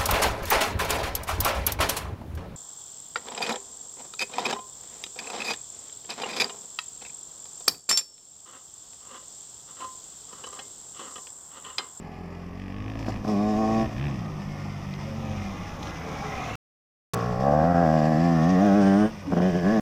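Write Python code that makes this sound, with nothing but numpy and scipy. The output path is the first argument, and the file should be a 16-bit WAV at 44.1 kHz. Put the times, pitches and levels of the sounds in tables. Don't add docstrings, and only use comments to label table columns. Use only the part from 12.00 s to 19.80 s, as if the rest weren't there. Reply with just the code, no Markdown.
import sys
import numpy as np
from scipy import signal
from scipy.fft import rfft, irfft
from scipy.io import wavfile

SR = 44100
rng = np.random.default_rng(int(sys.argv[2]) if len(sys.argv) > 2 else 0)


def dump(signal):
    limited = np.clip(np.atleast_2d(signal).T, -1, 1)
    pcm = np.round(limited * 32767).astype(np.int16)
    wavfile.write(sys.argv[1], SR, pcm)


def gain_from_db(level_db):
    decades = np.asarray(level_db, float) / 20
    return 10 ** decades


N = 343978


def rms_one(x):
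    return x / np.sqrt(np.mean(x ** 2) + 1e-20)


def in_time(rows):
    s, *columns = np.transpose(rows)
    return [np.interp(np.arange(N) / SR, s, column) for column in columns]


def drift(rate):
    steps = rng.standard_normal(800)
    return np.interp(np.arange(N) / SR * rate, np.arange(800), steps) * 0.923


def coloured(spectrum):
    hz, level_db = np.transpose(spectrum)
    grid = np.arange(1, N // 2 + 2) * SR / N
    shape = gain_from_db(np.interp(np.log(grid), np.log(hz), level_db, left=-90, right=-90))
    return rms_one(irfft(rfft(rng.standard_normal(N)) * shape, N))


def strikes(rows):
    clicks = np.zeros(N) + 1e-18
    clicks[[round(s * SR) for s, level_db in rows]] = gain_from_db(np.array(rows)[:, 1])
    return clicks


def late(x, lag_ms):
    return np.interp(np.arange(N) - lag_ms * SR / 1000, np.arange(N), x)


def band(x, order, band_hz):
    return signal.sosfilt(signal.butter(order, band_hz, "band", fs=SR, output="sos"), x)


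def dull(x, order, cutoff_hz):
    return signal.sosfilt(signal.butter(order, cutoff_hz, fs=SR, output="sos"), x)


def pipe(x, modes):
    out = 0
    for k, (hz, width, level_db) in enumerate(modes):
        r = np.exp(-np.pi * width / SR)
        poles = [1, -2 * r * np.cos(2 * np.pi * hz / SR), r * r]
        out = out + (-1) ** k * gain_from_db(level_db) * signal.lfilter([1 - r, 0, r - 1], poles, x)
    return out


def sliding(x, hz, width_hz):
    turn = np.exp(2j * np.pi * np.cumsum(hz) / SR)
    r = np.exp(-np.pi * width_hz / SR)
    return 2 * np.real(turn * signal.lfilter([1 - r], [1, -r], x / turn))


VOICE_PATCHY_DB = 1.2


def engine(controls, voices, lag_ms):
    rate, orders_db, voices_db, spread_db = controls
    turns = np.cumsum(rate * (1 + .003 * drift(14) + .001 * spread_db * drift(40))) / SR
    cycle = turns.astype(int)
    strength = gain_from_db(np.minimum(spread_db, 2) * rng.standard_normal(1200)[cycle])
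    sound = 0
    for k, level_db in enumerate(orders_db, 1):
        phase = 2 * np.pi * k * (turns - .06 - rate * lag_ms / 1000) + .3
        sound = sound + np.sqrt(2) * gain_from_db(level_db + .5 * spread_db * drift(25)) * np.sin(phase)
    gate = np.exp(-5.0 * (turns - cycle)) * strength
    pulses = np.diff(cycle, prepend=0) * strength * np.sqrt(SR / rate)
    breath = .13 * spread_db ** 2
    puffs = breath * (gate + .4) * rng.standard_normal(N)
    source = (pulses + puffs) / np.sqrt(1 + .42 * breath ** 2)
    for level_db, (resonate, band_hz, lift_db, roar) in zip(voices_db, voices):
        ringing = band(resonate(source + roar * rng.standard_normal(N)), 3, band_hz)
        sound = sound + gain_from_db(level_db + lift_db + VOICE_PATCHY_DB * drift(11)) * rms_one(ringing)
    return sound, gate, turns


# start_s, level_db over the mean
GUSTS = [(0, -10), (1.7, 3.5), (2.2, -1), (5.6, 3), (6.1, 0), (7.8, 0.5)]
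WIND_DB = -47.5


def wind():
    rumble = coloured([(12, -5.5), (28, -21.0), (70, -10.0), (120, -11.0)])
    return gain_from_db(WIND_DB + in_time(GUSTS)[0] + 4.5 * drift(30)) * rumble


# start_s, firings_per_s
HIDDEN_REVS = [(0, 42.6), (.5, 43.8), (.62, 48), (.69, 47), (.78, 50.5), (.99, 55.9), (1.05, 52.9),
               (1.39, 51), (1.67, 54.7), (1.77, 58.8), (1.84, 65.7), (1.93, 53.2), (2.05, 73.9),
               (2.26, 52.2), (2.33, 50.5), (3.1, 47.1), (3.4, 46), (3.75, 48.9), (4.18, 53.1), (4.3, 50.4),
               (4.56, 54.6)]
# start_s, level_db
HIDDEN_EFFORT = [(0, -4), (.5, 1.5), (.99, 10), (1.16, 10.5), (1.22, -7), (1.67, 6), (1.84, 12),
                 (1.93, -1.5), (1.97, 12), (2.05, 16.5), (2.17, 4), (2.33, -2), (3.1, -1.5), (3.4, 6),
                 (4.05, -7), (4.18, 1), (4.3, -16), (4.56, 9)]
# start_s, spread_db
HIDDEN_ROUGH = [(0, .35), (.5, .4), (.6, 1), (.93, 1.6), (1.1, 2.2), (2.3, 1.5), (4.56, 3)]
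# idle_db, share_of_effort, overrun_lift_db
HIDDEN_ORDERS = [(-49.5, 0.82, 0.5), (-45, 0.94, 5.5), (-58.5, 0.065, 20.5), (-45.5, 0.33, -14),
                 (-43.5, 0.13, -6), (-50, 0.19, -17), (-64, 0.264, -20), (-69, 0.41, -10), (-53, .1, -8),
                 (-54.5, .1, -4)]
# idle_db, share_of_effort, overrun_lift_db
HIDDEN_VOICES = [
    (-46.5, 0.51, 1),
    (-59.5, 1, -1.3),
]
# start_s, end_s
OVERRUN_S = (2.164, 3.31)
OVERRUN_EASE_S = 0.28
LEAVES_S, LEAVING_DB_PER_S = 3.0, -28
HIDDEN_CRACK_S, HIDDEN_MUFFLED_DB = .565, -7


def hidden_controls():
    t = np.arange(N) / SR
    (effort_db,) = in_time(HIDDEN_EFFORT)
    inside_s = np.minimum(t - OVERRUN_S[0], OVERRUN_S[1] - t)
    overrun = np.clip(inside_s / OVERRUN_EASE_S + 1, 0, 1)
    *orders_db, pipe_db, tail_db = [idle_db + share * effort_db + lift_db * overrun
                                    for idle_db, share, lift_db in HIDDEN_ORDERS + HIDDEN_VOICES]
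    leaving_db = LEAVING_DB_PER_S * np.maximum(t - LEAVES_S, 0)
    orders_db[3:] = [level_db + leaving_db for level_db in orders_db[3:]]
    tail_db = tail_db + HIDDEN_MUFFLED_DB * (t < HIDDEN_CRACK_S)
    return in_time(HIDDEN_REVS)[0], orders_db, [pipe_db + leaving_db, tail_db], in_time(HIDDEN_ROUGH)[0]


# teeth_per_turn, level_db
GEAR_MESH = [(27, -58), (42, -61), (44, -57)]


def gear_whine(turns):
    loaded = np.interp(np.arange(N) / SR, [2.2, 2.5, 3.0, 3.15], [0, 1, 1, 0])
    return loaded * sum(gain_from_db(level_db + 3 * drift(12)) * np.sin(2 * np.pi * teeth * turns)
                        for teeth, level_db in GEAR_MESH)


# start_s, level_db
CRACKS = [(.5987, -27.5), (.6192, -31.5), (.681, -31), (.7663, -30), (.901, -29), (.9893, -33),
          (1.0667, -31), (1.1031, -29.5), (1.1205, -28), (1.155, -28), (1.173, -28.5), (1.9677, -30),
          (1.9841, -30), (1.9996, -27), (2.0141, -27), (2.0415, -25), (2.0674, -25)]
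# pitch_hz, width_hz, level_db
CRACK_RING = [(1750, 200, 5), (2470, 350, -0.5), (3300, 500, -3)]


def hidden_cracks():
    return gain_from_db(17) * pipe(strikes(CRACKS), CRACK_RING)


# pitch_hz, width_hz, level_db
HIDDEN_PIPE = [(204.4, 17, 12.5), (276, 25, 2), (430, 83, -7.5), (606, 510, -34)]
# pitch_hz, width_hz, level_db
HIDDEN_TAIL = [(1150, 200, -4), (1750, 170, 3), (2500, 300, -4), (3600, 600, -11)]


def hidden_bike():
    # resonances, band Hz, lift dB, share of steady gas roar
    voices = [(lambda x: pipe(x, HIDDEN_PIPE), [150, 900], 0, .04),
              (lambda x: pipe(x, HIDDEN_TAIL), [950, 4500], 4, .2)]
    sound, gate, turns = engine(hidden_controls(), voices, 0)
    heard = np.arange(N) < DROPOUT_S[1] * SR
    return sound * heard + gear_whine(turns) + hidden_cracks(), gate


# start_s, shut_s, first_load (0-1), last_load (0-1)
THROTTLE = [
    (1.063, 1.081, 0.5, 0.01),
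    (1.239, 1.822, 0.7, 0.73),
    (1.896, 2.925, 0.04, 0.01),
    (2.99, 3.507, 0.19, 0.17),
    (5.075, 5.404, 0.68, 0.73),
    (5.355, 5.721, 0.74, 0.85),
    (5.704, 6.474, 0.87, 0.97),
    (6.382, 7.056, 0.92, 0.94),
    (7.291, 7.916, 0.91, 0.83),
]
OPEN_S, SHUT_S = 0.045, 0.058
# start_s, length_s
MISFIRES = [(1.26, 0.0079), (7.348, 0.036), (7.398, 0.0072), (7.408, 0.0074), (7.523, 0.022),
            (7.604, 0.042)]
MISFIRE_DEPTH = 0.36


def throttle():
    t = np.arange(N) / SR
    openings = [np.interp(t, [s - 1e-9, s + OPEN_S, end, end + SHUT_S], [0, first, last, 0])
                for s, end, first, last in THROTTLE]
    missed = np.max([np.exp(-((t - s) / length) ** 2) for s, length in MISFIRES], axis=0)
    return np.max(openings, axis=0) * (1 - MISFIRE_DEPTH * missed)


# start_s, nearness_db, tailpipe_aim_db
PASS = [(0, -2.5, 4), (1.2, -1, 3.5), (1.85, 4, 9.5), (2.3, 1.5, 2), (3.3, 4, 0), (4.1, 6.5, 12.5),
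        (4.35, 9.5, 15.5), (4.55, 9.5, 11.5), (5.14, 7.5, 3.5), (5.38, -0.5, 4.5), (5.48, -0.4, 17),
        (5.66, -0.4, 15), (5.92, 2.3, 10.5), (6.2, 3, 3), (6.5, 4.5, -0.5), (6.7, 5.5, 1.5), (7.2, 2.5, -1),
        (7.8, 5.5, 3)]


def near_levels(layers):
    load = throttle()
    near_db, aim_db = in_time(PASS)
    return [shut_db + (open_db - shut_db) * load + by_near * near_db + by_aim * aim_db
            for shut_db, open_db, by_near, by_aim in layers]


# start_s, level_db
JOLTS = [(0.989, 8), (1.059, 7), (1.085, 5.5), (1.244, 7.5), (1.278, 7), (2.0, -4), (3.429, 1),
         (3.823, 6.5), (5.15, -2.5), (5.4, 5)]
JOLT_S = 0.044


def jolts():
    t = np.arange(N) / SR
    return sum(level_db * (t > s) * np.exp(-np.abs(t - s) / JOLT_S) for s, level_db in JOLTS)


# pitch_hz, level_db
TYRES = [(15, -66.5), (25, -31.5), (101, -16.5), (146, -0.5), (200, -6), (393, -13.5), (431, -55),
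         (465, -14.5), (768, -11.5), (950, -12), (1240, -8), (2090, -120)]
AIRBORNE_S, AIRBORNE_DB = .92, -5
TYRE_LUMPS_DB = 1.8


def tyres(rolling_db):
    airborne = np.clip((AIRBORNE_S - np.arange(N) / SR) / 0.3, 0, 1)
    return gain_from_db(rolling_db + AIRBORNE_DB * airborne + TYRE_LUMPS_DB * drift(18)) * coloured(TYRES)


# start_s, level_db
TICKS = [(2.939, -23.5), (3.83, -22.5), (3.872, -22)]


def stones():
    return gain_from_db(19.0) * pipe(strikes(TICKS), [(2420, 500, -3.5), (3980, 460, 2), (6000, 2000, -20.5)])


# shut_db, open_db, share_of_nearness, share_of_aim
GEAR = [
    (-53, -49, 1, .01),
    (-55.5, -49.5, 1, 0.055),
    (-39, -36, 0.088, 0.16),
]
# pitch_hz, width_hz, level_db
CLATTER = [(1270, 87, 4), (1800, 140, 5.5), (1970, 220, 6), (2486, 182, 2), (2800, 210, -1.5),
           (3500, 550, -6.5)]
# pitch_hz, width_hz, level_db
FINS = [(3570, 910, 3), (4380, 350, 5.5), (4820, 290, 4), (5233, 100, 9.5), (5540, 640, 2.5),
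        (6510, 635, 2), (6970, 540, 0), (9050, 2100, -23)]
# pitch_hz, level_db
HISS = [(4410, -37), (7500, -39), (8340, -12.5), (9420, -1.5), (10100, -0.5), (13500, -3.5), (15000, 2),
        (15800, -24.5)]
JOLT_CLATTER = 0.45
FAR_FINS_DB = -4


def running_gear(near_gate, hidden_gate):
    t, jolt_db = np.arange(N) / SR, jolts()
    clatter_db, fin_db, rolling_db = near_levels(GEAR)
    clatter_db = clatter_db + JOLT_CLATTER * jolt_db
    rolling_db = rolling_db + JOLT_CLATTER * jolt_db
    fin_db = fin_db + jolt_db + FAR_FINS_DB * np.clip((AIRBORNE_S - t) / 0.1, 0, 1)
    hidden_share = np.interp(t, [1.2, 1.3, 1.85, 1.95, 2.15, 2.3], [1, .2, .2, 1, 1, .15])
    throb = hidden_share * 1.1 * hidden_gate + (1 - hidden_share) * near_gate
    flicker = gain_from_db(1.3 * drift(40) + 0.66 * drift(110))
    shake = rng.standard_normal((2, N)) * (1 + 0.66 * throb) * flicker
    clatter = gain_from_db(clatter_db) * rms_one(band(pipe(shake[0], CLATTER), 2, [1650, 3800]))
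    fins = gain_from_db(fin_db) * rms_one(band(pipe(shake[1], FINS), 3, [3300, 8800]))
    hiss = gain_from_db(0.75 * fin_db - 27.5) * rms_one(coloured(HISS) * (1 + .6 * throb))
    return tyres(rolling_db) + clatter + fins + hiss + stones()


# start_s, end_s, from_hz, to_hz, level_db
WHIRRS = [(0, 0.296, 787, 714, -52), (0, .28, 850, 802, -50), (1.3, 1.87, 5260, 5220, -58),
          (1.38, 1.58, 3680, 3770, -55), (1.53, 1.86, 2480, 2480, -58), (.3, .62, 1120, 1100, -70),
          (.55, .9, 1140, 1070, -49), (2.195, 2.6, 1320, 1250, -60), (2.55, 2.895, 1400, 1270, -53),
          (2.297, 2.754, 764, 690, -55), (3.296, 3.7, 1300, 1160, -47), (3.397, 3.8, 1096, 982, -55),
          (2.42, 2.852, 2174, 2040, -54.5), (2.897, 3.1, 2014, 2170, -53), (3.006, 3.382, 551, 519, -44.5),
          (3.1, 3.595, 808, 735, -45.5), (3.2, 3.596, 2590, 2350, -57), (3.196, 3.45, 2420, 2300, -55),
          (3.317, 3.748, 2160, 1950, -50.5), (3.35, 4.0, 800, 850, -50), (3.8, 4.103, 2050, 2000, -49.5),
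          (4.18, 4.45, 830, 730, -46), (3.1, 3.3, 1770, 1730, -55), (3.55, 3.82, 1730, 1620, -55),
          (1.25, 1.5, 2420, 2450, -58), (3.45, 3.8, 2200, 2060, -56), (2.3, 2.7, 600, 540, -52),
          (7.262, 7.375, 290, 240, -31), (6.596, 6.702, 680, 712, -30), (7.366, 7.43, 1070, 1050, -38),
          (3.9, 4.6, 445, 404, -46)]
# start_s, end_s, from_hz, to_hz, level_db
ROARS = [(4.08, 4.6, 840, 710, -37.5), (4.22, 4.6, 2000, 2220, -40), (3.9, 4.6, 2200, 2350, -48),
         (4.36, 4.6, 2300, 2800, -44.5), (4.3, 6.9, 1350, 1170, -42.5), (6.76, 7.12, 8700, 8800, -61),
         (1.38, 1.86, 7000, 6300, -56), (6.75, 7.15, 3000, 3050, -53), (7.3, 7.8, 3070, 3080, -53.5),
         (6.7, 11, 8700, 8800, -73)]
WHIRR_SHARPNESS, ROAR_SHARPNESS = 55, 9
WHIRR_TONE = 1.2
WHIRR_FADE = .2


def whirrs(rows, sharpness, tone_share):
    out, noise = np.zeros(N), rng.standard_normal(N)
    for start, end, from_hz, to_hz, level_db in rows:
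        part = slice(int(max(start, 0) * SR), int(end * SR))
        along = np.linspace(0, 1, len(noise[part]))
        hz, width = from_hz + (to_hz - from_hz) * along, from_hz / sharpness
        tone = tone_share * np.sqrt(2) * np.sin(2 * np.pi * np.cumsum(hz) / SR)
        rough = rms_one(sliding(sliding(noise[part], hz, width), hz, width))
        fade = np.clip(np.minimum(along, 1 - along) / WHIRR_FADE, 0, 1)
        out[part] += gain_from_db(level_db) * fade * rms_one(tone + rough)
    return out


# pitch_hz, width_hz, level_db
NEAR_PIPE = [(299.5, 290, -23), (459.6, 36, -6), (519, 150, 0.5), (679.5, 262, 3), (777, 63, 6)]


def bark(x):
    return -pipe(x, NEAR_PIPE)


# start_s, level_db
POPS = [(.955, -37), (1.061, -34), (1.082, -25), (1.094, -29), (1.159, -36), (1.248, -27), (2.945, -42),
        (3.092, -39), (3.83, -41), (5.165, -30), (7.322, -21), (7.333, -20), (7.368, -20), (7.38, -24),
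        (7.402, -21)]


def backfires():
    soft = dull(strikes(POPS), 4, 1700)
    return gain_from_db(39.5) * pipe(soft, [(214, 40, 13.0)] + NEAR_PIPE + [(1060, 160, -6), (1600, 400, -10)])


# start_s, lag_ms, share_of_ring, rasp_lag_ms
RETURN = [(1.2, 5.3, .3, 3.8), (1.9, 5.3, .3, 3.8), (5.13, 10.5, .75, 0), (5.5, 9, .75, 0),
          (5.65, 10, .6, 0), (5.9, 6, .3, 0), (6.2, 9, .65, 0), (6.6, 6.4, .65, 0), (7.0, 5.5, .55, 0),
          (7.35, 5.3, .25, 4), (7.8, 5.3, .3, 2)]


def returning(x):
    lag_ms, share, _ = in_time(RETURN)
    return (1 - share) * x + share * late(x, lag_ms)


# pitch_hz, width_hz, level_db
NEAR_RASP = [(1106, 80, 42), (1230, 253, -12), (1040, 60, 24.5), (1157, 67, 31.5)]


def rasp(x):
    return pipe(late(x, in_time(RETURN)[-1]), NEAR_RASP)


# start_s, pitch_hz, rasp_lift_db
TAIL_RING = [(0, 1724, 9.5), (1.3, 1710, 1), (1.85, 1800, -1.5), (2.8, 1800, -10), (4.5, 1611, 4.5),
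             (5.13, 1700, 3.5), (5.4, 1784, 3.5), (5.5, 1590, -0.5), (5.7, 1662, -4.5), (6.0, 1650, -2.5),
             (6.2, 1750, -4.5), (6.3, 1790, -3), (6.6, 1805, -3.5), (6.72, 1546, -5.5), (7.05, 1637, 1.5),
             (7.4, 1640, -11), (7.45, 1710, -16), (7.65, 1648, -2.5), (7.75, 1744, -2.5)]
TAIL_RING_WIDTH_HZ = 187
# pitch_hz, width_hz, level_db
NEAR_TAIL = [(1930, 25, -9.5)]


def tailpipe(x):
    x = returning(x)
    hz = in_time(TAIL_RING)[0]
    once = sliding(x, hz, TAIL_RING_WIDTH_HZ)
    return sliding(once, hz, TAIL_RING_WIDTH_HZ) - pipe(x, NEAR_TAIL)


# start_s, pitch_hz, level_db
SNARL = [(0, 1253, -2), (4.1, 1350, 2), (4.55, 1258, 3), (5.2, 1340, -1), (5.55, 1326, -5),
         (5.75, 1327, 7.5), (5.95, 1350, -8), (6.1, 1286, -9), (6.4, 1290, -3.5), (6.55, 1340, -8.5),
         (6.75, 1434, -1.5), (7.0, 1560, 4), (7.4, 1457, -8.5), (7.8, 1444, -6.5)]
SNARL_WIDTH_HZ = 170


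def snarl(x):
    hz, level_db = in_time(SNARL)
    return gain_from_db(level_db) * sliding(returning(x), hz, SNARL_WIDTH_HZ)


# pitch_hz, width_hz, level_db
NEAR_DRONE = [(435, 40, 0)]


def drone(x):
    return pipe(x, NEAR_DRONE)


# start_s, firings_per_s
NEAR_REVS = [(0, 111), (1.05, 80), (1.2, 101), (1.35, 101.6), (1.64, 110.1), (1.82, 111.2), (1.99, 100.3),
             (2.94, 97), (3.46, 99.1), (3.77, 78.1), (5.2, 58.5), (5.37, 61.5), (5.81, 84.7), (5.89, 78),
             (6.4, 79.3), (6.57, 92.3), (6.9, 96.9), (7.31, 85.6)]
# peak_s, extra_firings_per_s, rise_s, fall_s
WHEELSPIN = [(1.29, 6, .09, .06), (2.16, 6.7, .17, .2), (2.5, 4.3, .08, .4), (3.06, 5, .08, .15),
             (3.21, 13, .25, .25), (4.02, 3.5, .25, .15), (5.71, 8, .34, .1), (6.25, 8, .12, .15),
             (6.52, 5.3, .12, .05), (6.65, 10.7, .08, .07), (6.76, 7, .07, .14), (7.08, 21, .18, .23),
             (7.48, 7, .14, .04), (7.57, 6, .05, .06), (7.72, 27.5, .09, .18)]
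# start_s, extra_firings_per_s
RUTS = [(1.36, -1.9), (1.42, 0.9), (1.49, 1.5), (1.54, -1.5), (1.59, 1.4), (1.65, -1.2), (5.21, -1.2),
        (5.28, 1.4), (5.34, -1.4), (5.45, 2.1), (5.62, -1.4), (5.69, 1.4), (5.75, -1.0), (5.8, 1.0),
        (5.87, -1.1), (5.95, 1.0), (6.02, -1.4), (6.09, 1.5), (6.15, -1.9), (6.44, -1.2), (6.5, 1.1),
        (6.55, -1.1), (6.63, 1.2), (6.77, 1.6), (6.83, -1.9), (6.89, 0.9), (6.94, -1.0), (7.04, -1.8),
        (7.47, 1.0), (7.52, -2.0), (7.56, 0.9), (7.61, -1.7), (7.66, 1.1), (7.75, 1.3)]
RUT_S, RUT_GAIN = .032, 1.4


def near_revs():
    t = np.arange(N) / SR
    rate = in_time(NEAR_REVS)[0]
    for s, extra, rise, fall in WHEELSPIN:
        rate = rate + np.interp(t, [s - rise, s, s + fall], [0, extra, 0])
    coarse = t[::64]
    ruts = sum(extra * np.exp(-((coarse - s) / RUT_S) ** 2) for s, extra in RUTS)
    return rate + RUT_GAIN * np.interp(t, coarse, ruts)


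# shut_db, open_db, share_of_nearness, share_of_aim
NEAR_ORDERS = [
    (-44, -35.5, 0.07, 0.03),
    (-43, -19.5, .01, .01),
    (-66, -23.5, 0.12, .05),
    (-66.5, -31.5, 0.53, 0.18),
]
# shut_db, open_db, share_of_nearness, share_of_aim
NEAR_VOICES = [
    (-58.5, -28, 0.25, 1),
    (-62, -33.5, 0.86, 0.68),
    (-62, -53, 1, 0.51),
    (-51.5, -44, 0.93, 0.16),
    (-59, -36.5, 0.62, 0.021),
]
# pitch_hz, level_db
CHAMBER = [(60, -5), (100, -4), (150, -1.5), (200, 4.5), (240, 0.75), (310, 2), (420, -3.5)]
# start_s, ring_db, first_order_db
TAIL_FACING = [(4.5, -0.5, 0), (5.14, -7, -4), (5.3, -4.5, -1), (5.45, -4.5, 1), (5.6, -2, 7.5),
               (5.9, -2, 5.5), (6.0, -0.5, -3), (6.3, -3.5, -0.5), (6.6, -1, 1.5), (6.9, 6, 3.5),
               (7.05, 4, -2), (7.45, 0.5, 2), (7.7, 2, -1), (7.8, -1, -4)]
CREST_S, HILL_DB = 1.15, -30
TAIL_AWAY_DB = 11.5
ROUGH_OPEN_DB, ROUGH_SHUT_DB, SMOOTHING_LOAD = .8, 2.9, .3
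DRONE_DB_PER_REV, DRONE_REVS = -0.17, 107


def near_controls():
    t, load, rate = np.arange(N) / SR, throttle(), near_revs()
    ring_db, first_order_db = in_time(TAIL_FACING)
    hz, gain_db = np.transpose(CHAMBER)
    hill_db = HILL_DB * np.clip((CREST_S - t) / OPEN_S, 0, 1)
    orders_db = [level_db + hill_db + np.interp(np.log(k * rate), np.log(hz), gain_db)
                 for k, level_db in enumerate(near_levels(NEAR_ORDERS), 1)]
    orders_db[0] = orders_db[0] + first_order_db
    orders_db[-1] = orders_db[-1] + in_time(HOLLOW)[-1]
    bark_db, rasp_db, tail_db, snarl_db, drone_db = near_levels(NEAR_VOICES)
    away_db = TAIL_AWAY_DB * load * (t > DROPOUT_S[0])
    rasp_db = rasp_db + in_time(TAIL_RING)[-1]
    tail_db = tail_db + ring_db + away_db
    drone_db = drone_db + DRONE_DB_PER_REV * np.minimum(rate - DRONE_REVS, 0)
    spread_db = ROUGH_OPEN_DB + (ROUGH_SHUT_DB - ROUGH_OPEN_DB) * np.exp(-load / SMOOTHING_LOAD)
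    return rate, orders_db, [bark_db, rasp_db, tail_db, snarl_db + away_db, drone_db], spread_db


# start_s, pitch_hz, depth (0-1), fourth_order_lift_db
HOLLOW = [(1.2, 505, 0, 11.5), (1.45, 543, 0.56, 7), (1.85, 540, 0.64, -12), (2.2, 407, 0.74, -7),
          (5.2, 324, 0.34, -8), (5.45, 370, 0.2, -2.5), (5.7, 360, 0.8, -1.5), (5.9, 390, 1, -3),
          (6.3, 430, 1, -2), (6.45, 412, 1, -4.5), (6.6, 503, .1, -8), (6.9, 510, 0, 1.5),
          (7.0, 540, 1, -2.5), (7.3, 285, 0.9, 7), (7.45, 276, 0.6, 3.5), (7.58, 280, 0, 9.5),
          (7.64, 427, 0.1, 8), (7.8, 549, 0.6, 4)]
HOLLOW_WIDTH_HZ = 55
# start_s, share_added
BELLY = [(1.2, 0.42), (1.85, -0.2), (5.2, -0.74), (5.45, -0.22), (5.65, -0.97), (5.95, -0.027),
         (6.25, -0.7), (6.52, 0.12), (6.6, 1), (6.75, 0.82), (6.9, 0.43), (7.03, 0.95), (7.3, 1), (7.5, 1),
         (7.7, 0.34), (7.8, 0.34)]
BELLY_HZ, BELLY_WIDTH_HZ = 604, 69
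GAP_HZ, GAP_WIDTH_HZ, GAP_DEPTH = 930, 110, .6


def hollow(x):
    hz, depth, _ = in_time(HOLLOW)
    x = x - np.clip(depth, 0, 1) * sliding(x, hz, HOLLOW_WIDTH_HZ)
    x = x + in_time(BELLY)[0] * pipe(x, [(BELLY_HZ, BELLY_WIDTH_HZ, 0)])
    return x - GAP_DEPTH * pipe(x, [(GAP_HZ, GAP_WIDTH_HZ, 0)])


# start_s, lag_ms
ORDER_LAG = [(0, 9.3), (5.13, 5.5), (5.95, 5), (6.6, 10.3), (7.05, 9.6), (7.4, 10), (7.8, 8.6)]
COAST_ROAR_DB = 9


def near_bike():
    roar = gain_from_db(COAST_ROAR_DB * (1 - throttle()) ** 2)
    # resonances, band Hz, lift dB, share of steady gas roar
    voices = [(bark, [420, 900], 2, .1 * roar), (rasp, [880, 1350], 3, .12 * roar),
              (tailpipe, [1400, 2100], 4, .26 * roar), (snarl, [1150, 1600], 0, .18 * roar),
              (drone, [410, 490], 0, .05)]
    sound, gate, _ = engine(near_controls(), voices, in_time(ORDER_LAG)[0])
    return hollow(sound) + backfires(), gate


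# start_s, lag_ms
BANK = [(0, 2.2), (1.1, 3.0), (2.2, 2.4), (4.55, 4.2), (5.13, 3.6), (7.8, 1.8)]
BANK_SHARE, BANK_WAVER_MS = .2, .12


def bank_echo(x):
    copy = late(x, in_time(BANK)[0] + BANK_WAVER_MS * drift(7))
    return (x + BANK_SHARE * copy) / np.sqrt(1 + BANK_SHARE ** 2)


# start_s, lag_ms
GROUND = [(0, .37), (2.5, .335), (4.55, .3), (5.13, .36), (5.75, .355), (6.2, .37), (6.5, .33), (6.9, .34),
          (7.8, .335)]
GROUND_SHARE, GROUND_WAVER_MS = .5, .012


def ground_echo(x):
    copy = late(x, in_time(GROUND)[0] + GROUND_WAVER_MS * drift(9))
    return (x + GROUND_SHARE * dull(copy, 1, 6000)) / (1 + GROUND_SHARE)


def scene():
    hidden, hidden_gate = hidden_bike()
    near, near_gate = near_bike()
    bike = wind() + running_gear(near_gate, hidden_gate) + near
    singing = whirrs(WHIRRS, WHIRR_SHARPNESS, WHIRR_TONE) + whirrs(ROARS, ROAR_SHARPNESS, 0)
    return ground_echo(hidden + singing + bank_echo(bike))[None]


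def band_limit(x):
    return signal.sosfilt(signal.butter(12, 16970, fs=SR, output="sos"), x)


# start_s, end_s
DROPOUT_S = (4.555, 5.1345)
# start_s, level_db
RETURN_CLICKS = [(5.1363, -23), (5.139, -25), (5.142, -20), (5.1452, -28)]


def record(dry):
    t = np.arange(N) / SR
    splutter = sum(gain_from_db(level_db) * (t > s) * np.exp(-np.abs(t - s) / .0008) for s, level_db in RETURN_CLICKS)
    splutter = splutter + gain_from_db(-35) * (t > DROPOUT_S[1]) * (t < DROPOUT_S[1] + .014)
    splutter = dull(splutter * rng.standard_normal(N), 1, 9000)
    live = (t < DROPOUT_S[0]) | (t > DROPOUT_S[1])
    ending = np.clip((N / SR - t) / .003, 0, 1)
    return band_limit(dry * live * ending + splutter)


dry = scene()
out = record(dry)
dump(out)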